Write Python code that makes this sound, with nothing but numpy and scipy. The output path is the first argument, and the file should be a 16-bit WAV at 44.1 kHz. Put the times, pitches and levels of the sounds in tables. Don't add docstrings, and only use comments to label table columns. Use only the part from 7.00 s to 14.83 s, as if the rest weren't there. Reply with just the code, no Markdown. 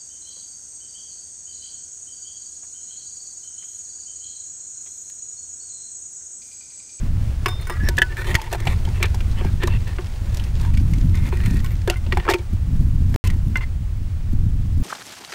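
import sys
import numpy as np
from scipy import signal
from scipy.fft import rfft, irfft
from scipy.io import wavfile
from scipy.ndimage import uniform_filter1d

SR = 44100
rng = np.random.default_rng(int(sys.argv[2]) if len(sys.argv) > 2 else 0)


def output_pcm(signal):
    pcm = np.clip(np.atleast_2d(signal).T, -1, 1) * 32767
    wavfile.write(sys.argv[1], SR, np.round(pcm).astype(np.int16))


def volts(x):
    e = np.asarray(x, float) / 20
    return 10 ** e


N = 345303


def rms_one(x):
    return x / np.sqrt(np.mean(x ** 2) + 1e-20)


def peak_one(x):
    return x / np.abs(x).max()


def in_time(rows):
    s, level = np.transpose(rows)
    return np.interp(np.arange(N) / SR, s, level)


def band(x, low_hz, high_hz):
    edges = [low_hz, min(high_hz, SR / 2.2)]
    return signal.sosfilt(signal.butter(2, edges, "band", fs=SR, output="sos"), x)


def drift(rate):
    r = np.exp(-80 * np.pi * rate / SR)
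    noise = rng.standard_normal(N // 40 + 2002)
    slow = signal.lfilter([1], [1, -2 * r, r * r], noise)[2000:]
    return np.interp(np.arange(N) / 40, np.arange(len(slow)), rms_one(slow))


def ring(x, hz, t60):
    r, w = volts(-60 / (t60 * SR)), 2 * np.pi * hz / SR
    return signal.lfilter([0, np.sin(w)], [1, -2 * r * np.cos(w), r * r], x + 1e-18)


def resonance(x, hz, width_hz):
    r = np.exp(-np.pi * width_hz / SR)
    poles = [1, -2 * r * np.cos(2 * np.pi * hz / SR), r * r]
    return signal.lfilter([(1 - r * r) / 2, 0, (r * r - 1) / 2], poles, x)


def coloured(spectrum):
    hz = np.maximum(np.arange(N // 2 + 1) * SR / N, 1)
    table_hz, table_db = np.transpose(spectrum)
    db = np.interp(np.log(hz), np.log(table_hz), table_db)
    return rms_one(irfft(rfft(rng.standard_normal(N)) * volts(db), N))


def grains(per_s, spread_db, clump_db):
    sizes = volts(spread_db * np.minimum(rng.exponential(1, N), 4)) * rng.choice([-1, 1], N)
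    chance = per_s * volts(clump_db * drift(40)) / SR
    return rms_one(sizes * (rng.random(N) < chance))


# start_s, rumble_db
WIND = [(0.0, -24.5), (0.05, -16.5), (0.74, -26.5), (0.83, -15.5), (1.0, -24), (1.2, -26.5), (1.35, -17.5),
        (1.4, -31.5), (1.72, -17), (1.9, -19.5), (2.55, -17.5), (2.6, -22), (2.75, -14.5), (2.85, -22.5),
        (3.16, -25.5), (3.31, -19), (3.5, -21.5), (3.55, -16.5), (3.66, -17.5), (3.75, -13), (3.9, -16),
        (4.1, -14), (4.34, -19), (4.48, -14.5), (4.7, -19), (4.97, -22.5), (5.17, -16), (5.24, -27),
        (5.49, -26), (5.53, -17), (5.65, -21), (5.75, -15), (6.3, -15.5), (6.65, -22), (7.28, -22),
        (7.33, -14.5), (7.7, -19.5), (7.83, -14.5)]
# start_s, level_db
HISS_LEVEL = [(0.0, -44.5), (1.35, -46.5), (1.79, -43.5), (7.83, -50.5)]
# freq_hz, density_db
RUMBLE_SPECTRUM = [(8.8, -7.5), (15, 6), (59, 1.5), (92, 3), (200, -23), (260, -28.5), (440, -120)]
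FLUTTER_SPECTRUM = [(110, 5.5), (150, 11.5), (220, 3), (320, -6.5), (500, -44)]
HISS_SPECTRUM = [(200, -10), (320, 0), (600, -4), (1000, -7), (2000, -10), (4000, -15), (9000, -19),
                 (10500, -24), (15600, -27), (15900, -60)]
FLUTTER_DB, FLUTTER_STEEPNESS = -37.5, 2.07
WHINE_HZ, WHINE_DB = 15661, -64


def air():
    rumble_db = in_time(WIND)
    flutter_db = FLUTTER_DB + FLUTTER_STEEPNESS * (rumble_db + 20) + 2.34 * drift(4.6)
    rumble = coloured(RUMBLE_SPECTRUM)
    rumble = rms_one(rumble / (uniform_filter1d(rumble ** 2, size=3500) + 0.3) ** .5)
    flutter = coloured(FLUTTER_SPECTRUM) * volts(flutter_db + 4.44 * drift(51.5))
    hiss = coloured(HISS_SPECTRUM) * volts(in_time(HISS_LEVEL) + .8 * drift(8))
    whine = np.sqrt(2) * volts(WHINE_DB) * np.sin(2 * np.pi * WHINE_HZ * np.arange(N) / SR)
    return rumble * volts(rumble_db) + flutter + hiss + whine


def ticks():
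    t = np.arange(N) / SR
    lone = grains(36, spread_db=2.5, clump_db=4.0) * ((t > .45) & (t < 5.4))
    envelope = signal.lfilter([1], [1, -volts(-60 / (0.023 * SR))], np.abs(lone))
    puffs = envelope * rng.standard_normal(N)
    return volts(-57.5) * rms_one(band(puffs, 1400, 5600))


# freq_hz, level_db, t60_s, family (the column of CLINKS that drives it)
LADLE = [(1077, -12, .1, 1), (1495, -14, .16, 1), (1906, -16, .12, 1), (2234, -12, .1, 1),
         (3623, -4, .5, 2), (5157, 3, .33, 3), (5696, -8, .08, 3), (7200, -4, .08, 4), (8570, 0, .06, 4),
         (9480, -2, .08, 4), (10250, -5, .08, 4), (12650, -5, .05, 4), (14150, -4, .04, 4),
         (14500, -1, .04, 4), (14840, -4, .06, 4)]
# start_s, lower_modes_db, mode_3600_hz_db, mode_5200_hz_db, upper_modes_db
CLINKS = [(0.4587, -15, -41, -35.5, -41), (0.4823, -24, -26.5, -42, -38), (0.506, -43, -52, -60, -56),
          (0.612, -52, -50, -62, -46), (0.6704, -25.5, -55, -56, -43), (0.6968, -37, -38, -45, -40),
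          (0.722, -40, -55, -56, -50), (4.1518, -28, -48, -61, -55), (4.4563, -43, -60, -66, -47),
          (4.565, -48, -60, -83, -52), (4.6443, -25, -55, -74, -41), (4.9671, -38, -55.5, -67, -49)]
BOWL_TOUCHES_S, BOWL_MUTE_S = 0.726, 0.02


def clinks(spread_db):
    rows = np.array(CLINKS)
    at = np.round(rows[:, 0] * SR).astype(int)
    luck, out = rng.standard_normal((len(at), len(LADLE))), np.zeros(N)
    for k, (hz, db, t60, family) in enumerate(LADLE):
        clicks = np.zeros(N)
        clicks[at] = volts(rows[:, round(family)] + db + spread_db * luck[:, k])
        out += ring(clicks, hz, t60) * (-1) ** k
    since = np.arange(N) / SR - BOWL_TOUCHES_S
    return out * np.where(since < 1, np.clip(1 - since / BOWL_MUTE_S, 0, 1), 1)


# freq_hz, width_hz, level_db
HEAP = [(693, 98, 0), (1050, 430, -2), (1457, 310, -1), (1774, 144, 5.5), (2107, 460, 1.5),
        (2460, 180, 1.5), (2665, 225, -1), (3530, 230, -4), (4200, 280, -8.5)]


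def heap(x, luck_db):
    return sum(volts(db + luck) * resonance(x, hz, width) * (-1) ** k
               for k, ((hz, width, db), luck) in enumerate(zip(HEAP, luck_db)))


# freq_hz, level_db, t60_s
POT = [(351.5, -4.5, 0.11), (391.7, -2, 0.049), (583, 1.5, 0.013), (735, -18, 0.13), (909.5, -12, 0.094)]


def pot(x):
    return sum(volts(db) * ring(x, hz, t60) * (-1) ** k for k, (hz, db, t60) in enumerate(POT))


# start_s, knock_peak_db, knock_pitch_hz, thump_into_pot_db, crack_db
CONTACTS = [(0.459, -6.5, 1067, -17, -50), (0.4594, -17, 2540, -51, -29), (0.4834, -18, 1090, -29, -37),
            (0.6698, -31, 1880, -41, -43), (0.697, -15, 990, -23, -39), (0.8861, -20.5, 1760, -24, -23.5),
            (0.969, -39, 5370, -45, -34), (0.9833, -12.5, 2580, -22, -26.5),
            (1.0179, -10.5, 3000, -28, -27.5), (1.1691, -24, 1720, -52, -43), (1.244, -26, 1740, -47, -44),
            (1.343, -16.5, 2020, -25.5, -31), (1.3517, -4, 1920, -30, -22), (1.397, -26.5, 2450, -50, -59),
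            (1.4153, -27, 900, -49, -34.5), (1.439, -34, 1850, -50, -48), (1.5267, -18, 600, -24, -30),
            (1.5474, -15.5, 690, -25, -55), (1.6014, -40, 1450, -43, -39), (1.653, -33, 2230, -36, -43),
            (1.6701, -13.5, 735, -24.5, -35), (1.672, -14, 2360, -37, -41), (1.8506, -28.5, 3180, -37, -45),
            (1.875, -28, 805, -33, -62), (2.002, -29, 1860, -26, -60), (2.0273, -7, 2380, -28, -24),
            (2.055, -20.5, 2440, -45, -38), (2.1444, -24.5, 786, -31, -36), (2.2056, -23.5, 2400, -43, -45),
            (2.385, -32, 3060, -51, -52), (2.4096, -26, 1050, -24.5, -59), (2.4472, -22.5, 730, -27, -46),
            (2.624, -18, 1800, -39, -53), (2.6338, -14, 1830, -20.5, -33.5), (2.672, -30, 3950, -27, -30.5),
            (2.6756, -18, 1050, -26, -51), (2.8756, -30, 2220, -64, -43.5), (2.9848, -21, 1040, -24.5, -64),
            (3.3446, -37, 970, -49, -37.5), (3.37, -47, 740, -39, -35), (3.3963, -25, 3020, -45, -46),
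            (3.4392, -36, 2500, -53, -41), (3.6112, -46, 970, -54, -41.5), (3.649, -26, 955, -46, -47),
            (3.7394, -31, 2500, -53, -46), (3.773, -25, 2320, -50, -40), (3.935, -28, 2140, -44, -40.5),
            (4.1523, -48, 1100, -54, -39.5), (4.2635, -43, 2000, -58, -46), (4.2877, -38, 738, -40, -43),
            (4.325, -21.5, 940, -28, -60), (4.4028, -26, 1760, -45, -51), (4.436, -26, 2000, -55, -50),
            (4.4591, -21, 1980, -64, -37), (4.5065, -46, 886, -42, -42), (4.3702, -30, 1900, -53, -44),
            (4.569, -46, 1840, -60, -44), (4.6013, -31, 1950, -51, -44), (4.661, -30, 2800, -51, -43),
            (4.645, -43, 1930, -51, -41), (4.8754, -18.5, 1670, -16.5, -33),
            (4.8987, -10, 2770, -18, -23.5), (5.064, -31.5, 2660, -35, -54), (5.1233, -9.5, 1940, -22, -38),
            (5.1715, -10, 830, -22.5, -35), (5.1992, -21, 1950, -35, -61), (5.251, -22.5, 1040, -28, -51),
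            (5.265, -24, 860, -23, -58), (5.2785, -13, 1300, -17, -60), (5.2875, -5, 990, -15, -39),
            (5.2928, -14, 820, -29, -34), (5.298, -14, 1890, -38, -25), (5.3057, -9.5, 710, -21, -30),
            (5.3106, -18.5, 3680, -17.5, -31), (5.3202, -16, 2200, -22, -37),
            (5.3368, -9.5, 2490, -19.5, -30.5), (5.391, -35, 2300, -35.5, -69),
            (5.3422, -15, 2350, -19.5, -39), (6.142, -23.5, 1780, -30, -39.5),
            (6.2523, -34, 1030, -44, -50), (6.2715, -24, 2900, -38.5, -32), (6.301, -23, 1980, -55, -39),
            (6.556, -17, 1490, -50, -42), (6.569, -39, 2130, -59, -37)]
RATTLE_S = 0.038
SHELL_LOW, SHELL_HIGH = 0.39, 2.34


def knocks(lead_db, crack_share, crack_top_hz, width_hz, heap_db, broad_db, grit_db):
    size = 6000
    out, thumps, t = np.zeros(N + size), np.zeros(N + size), np.arange(size) / SR
    rattle = rng.standard_normal((len(CONTACTS), 3, size))
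    blow = np.pad(np.hanning(9), (10, 5981))
    for (s, db, hz, pot_db, crack_db), (dull, bright, lumps) in zip(CONTACTS, rattle):
        shape = (1 - np.exp(-t / 0.0013)) * volts(grit_db * np.repeat(lumps[:150], 40))
        burst = volts(lead_db) * blow + dull * shape * volts(-60 * t / RATTLE_S)

        tone = peak_one(resonance(burst, hz, width_hz))
        broad = peak_one(band(burst, 840, 4100))
        eggs = peak_one(heap(burst, 3.0 * lumps[-len(HEAP):]))
        knock = tone + volts(broad_db) * broad + volts(heap_db) * eggs
        knock = peak_one(band(knock, SHELL_LOW * hz, SHELL_HIGH * hz))

        crack = band(bright * shape * volts(-60 * t / (crack_share * RATTLE_S)), 2800, 16000)
        crack = signal.lfilter(*signal.butter(1, crack_top_hz, fs=SR), crack)
        crack = crack - 0.5 * resonance(crack, 10500, 2400)
        crack = crack / np.std(crack[:300])

        at = round(s * SR)
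        out[at:at + size] += volts(db) * knock + volts(crack_db) * crack
        thumps[at:at + size] += volts(pot_db) * burst / volts(lead_db) / blow.sum()
    return (out + pot(thumps))[:N]


# start_s, end_s, body_db, squeal_hz, squeal_db
RUBS = [(0.514, 0.538, -49, 1090, -39), (0.682, 0.78, -45.5, 1400, -49), (0.594, 0.632, -45.5, 4200, -51),
        (0.833, 0.89, -42.5, 5480, -48), (0.886, 0.946, -52, 955, -46), (1.094, 1.137, -42.5, 1760, -37),
        (1.356, 1.402, -47, 881, -33.5), (1.42, 1.487, -42, 900, -42), (1.58, 1.655, -42, 1430, -60),
        (1.944, 1.99, -44.5, 2680, -48), (2.015, 2.066, -29.5, 2220, -49), (2.37, 2.416, -41, 2990, -46),
        (2.418, 2.497, -45.5, 1620, -48), (2.608, 2.661, -34.5, 1827, -35), (2.69, 2.774, -41, 2690, -44),
        (2.867, 2.945, -43.5, 1875, -50), (4.883, 4.946, -41, 1450, -40),
        (5.117, 5.261, -43.5, 1846, -44.5), (5.287, 5.323, -33, 1900, -29.5),
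        (5.359, 5.353, -31, 2450, -28), (6.28, 6.344, -48, 1960, -59), (6.562, 6.591, -39, 1050, -43),
        (6.611, 6.645, -41.5, 2050, -40)]
# start_s, end_s, body_db, squeal_hz, squeal_db
SCRAPES = [(1.245, 1.338, -34, 3080, -46), (1.518, 1.556, -32, 745, -51), (1.662, 1.74, -36, 2270, -44),
           (1.168, 1.232, -38, 1470, -43), (3.31, 3.496, -49.5, 2390, -67), (3.608, 3.705, -49, 940, -44.5),
           (4.141, 4.3, -43, 2110, -53), (4.32, 4.596, -44, 1910, -50), (4.392, 4.51, -54.5, 4200, -57),
           (4.626, 4.745, -47.5, 14000, -54), (6.244, 6.274, -33, 1020, -39)]
RUB_GRIT_DB, SCRAPE_GRIT_DB = -28, -10


def rubbing(edge_s, squeal_width_hz):
    rough, t = grains(3000, spread_db=4.0, clump_db=4.5), np.arange(N) / SR
    steel = rms_one(sum(volts(db) * ring(rough, hz, t60) for hz, db, t60, family in LADLE[6:]))
    clay = volts(-3.0) * rms_one(pot(rough))
    grit = rms_one(band(rough, 2500, 16000)) + volts(-4) * steel
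    grit = grit + volts(-4.0) * rms_one(band(rough, 3200, 9800))

    strokes = [(*row, RUB_GRIT_DB) for row in RUBS] + [(*row, SCRAPE_GRIT_DB) for row in SCRAPES]
    out, luck_db = np.zeros(N), 2.5 * rng.standard_normal((len(strokes), len(HEAP)))
    for (start, end, body_db, hz, squeal_db, grit_db), luck in zip(strokes, luck_db):
        part = slice(round((start - edge_s) * SR), round((end + edge_s) * SR))
        corners = [start - edge_s, start + edge_s, end - edge_s, end + edge_s]
        pressure = np.interp(t[part], corners, [0, 1, 1, 0])
        body = rms_one(heap(rough[part], luck)) + clay[part]
        width_hz = squeal_width_hz * max(hz / 1800, 1)
        squeal = rms_one(resonance(rough[part], hz, width_hz))
        stroke = volts(body_db) * body + volts(body_db + grit_db) * rms_one(grit[part])
        out[part] += pressure * (stroke + volts(squeal_db) * squeal)
    return out


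# start_s, end_s, from_hz, to_hz, from_db, to_db
SLIDES = [(0.70, 0.81, 1150, 1290, -40, -48), (0.715, 0.80, 1620, 1680, -49, -44),
          (0.79, 0.884, 1680, 1745, -39, -30), (0.70, 0.884, 1915, 1960, -44, -47),
          (1.166, 1.24, 1720, 1880, -32, -39), (1.243, 1.33, 1780, 1900, -36, -38)]


def slides(edge_s, width_hz):
    rough, out = grains(3000, spread_db=3.0, clump_db=3.0), np.zeros(N)
    r = np.exp(-np.pi * width_hz / SR)
    for start, end, from_hz, to_hz, from_db, to_db in SLIDES:
        part = slice(round(start * SR), round(end * SR))
        way = np.linspace(0, 1, part.stop - part.start)
        turn = np.exp(2j * np.pi * np.cumsum(from_hz + (to_hz - from_hz) * way) / SR)
        smooth = signal.lfilter([1], [1, -r], rough[part] / turn)
        squeal = rms_one(np.real(turn * smooth))
        edges = np.clip(np.minimum(way, 1 - way) * (end - start) / edge_s, 0, 1)
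        out[part] += edges * volts(from_db + (to_db - from_db) * way) * squeal
    return out


def damped_bowl(blows, modes, spread_db):
    s, db = np.transpose(blows)
    luck, out = rng.standard_normal((len(s), len(modes))), np.zeros(N)
    for k, (hz, mode_db, t60) in enumerate(modes):
        clicks = np.zeros(N)
        clicks[np.round(s * SR).astype(int)] = volts(db + mode_db + spread_db * luck[:, k])
        out += ring(clicks, hz, t60) * (-1) ** k
    return out


# freq_hz, level_db, t60_s
WEDGED = [(960, -24, .14), (1497, -18, .2), (1718, 0, .047), (1960, -6, .038), (3040, -11, .025),
          (3530, -14, .03)]
# start_s, level_db
CLACKS = [(0.8868, -20.5), (0.9798, -12.5), (0.9838, -19), (0.9935, -18.5), (1.0181, -4.5)]


def wedged_clacks():
    return damped_bowl(CLACKS, WEDGED, spread_db=3.0)


# freq_hz, level_db, t60_s
LOADED = [(1050, -9, .085), (1500, -11, .06), (2075, 0, .095), (2760, -9, .06), (3430, -17, .05)]
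# start_s, level_db
TAPS = [(4.9585, -32.5), (6.2425, -53), (6.3016, -46), (6.5572, -17), (6.583, -35.5), (6.609, -27),
        (6.620, -40), (6.631, -37)]


def loaded_taps():
    return damped_bowl(TAPS, LOADED, spread_db=3.0)


def scene():
    shells = knocks(lead_db=7, crack_share=0.64, crack_top_hz=6200, width_hz=167, grit_db=3.5,
                    heap_db=-4, broad_db=-9)
    strokes = rubbing(edge_s=0.01, squeal_width_hz=25) + slides(edge_s=0.0041, width_hz=24)
    bowl = clinks(spread_db=1.5) + wedged_clacks() + loaded_taps()
    return (air() + ticks() + shells + strokes + bowl)[None]


def roll_off(x):
    return signal.sosfilt(signal.butter(12, 16500, fs=SR, output="sos"), x)


# start_s, end_s
DROPOUT = (6.161, 6.240)


def record(dry):
    x = signal.sosfilt(signal.cheby2(12, 50, 16200, fs=SR, output="sos"), dry)
    t = np.arange(N) / SR
    sounding = (t < DROPOUT[0]) | (t > DROPOUT[1])
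    return roll_off(np.clip(x, -1, 1) * sounding)


dry = scene()
out = record(dry)
output_pcm(out)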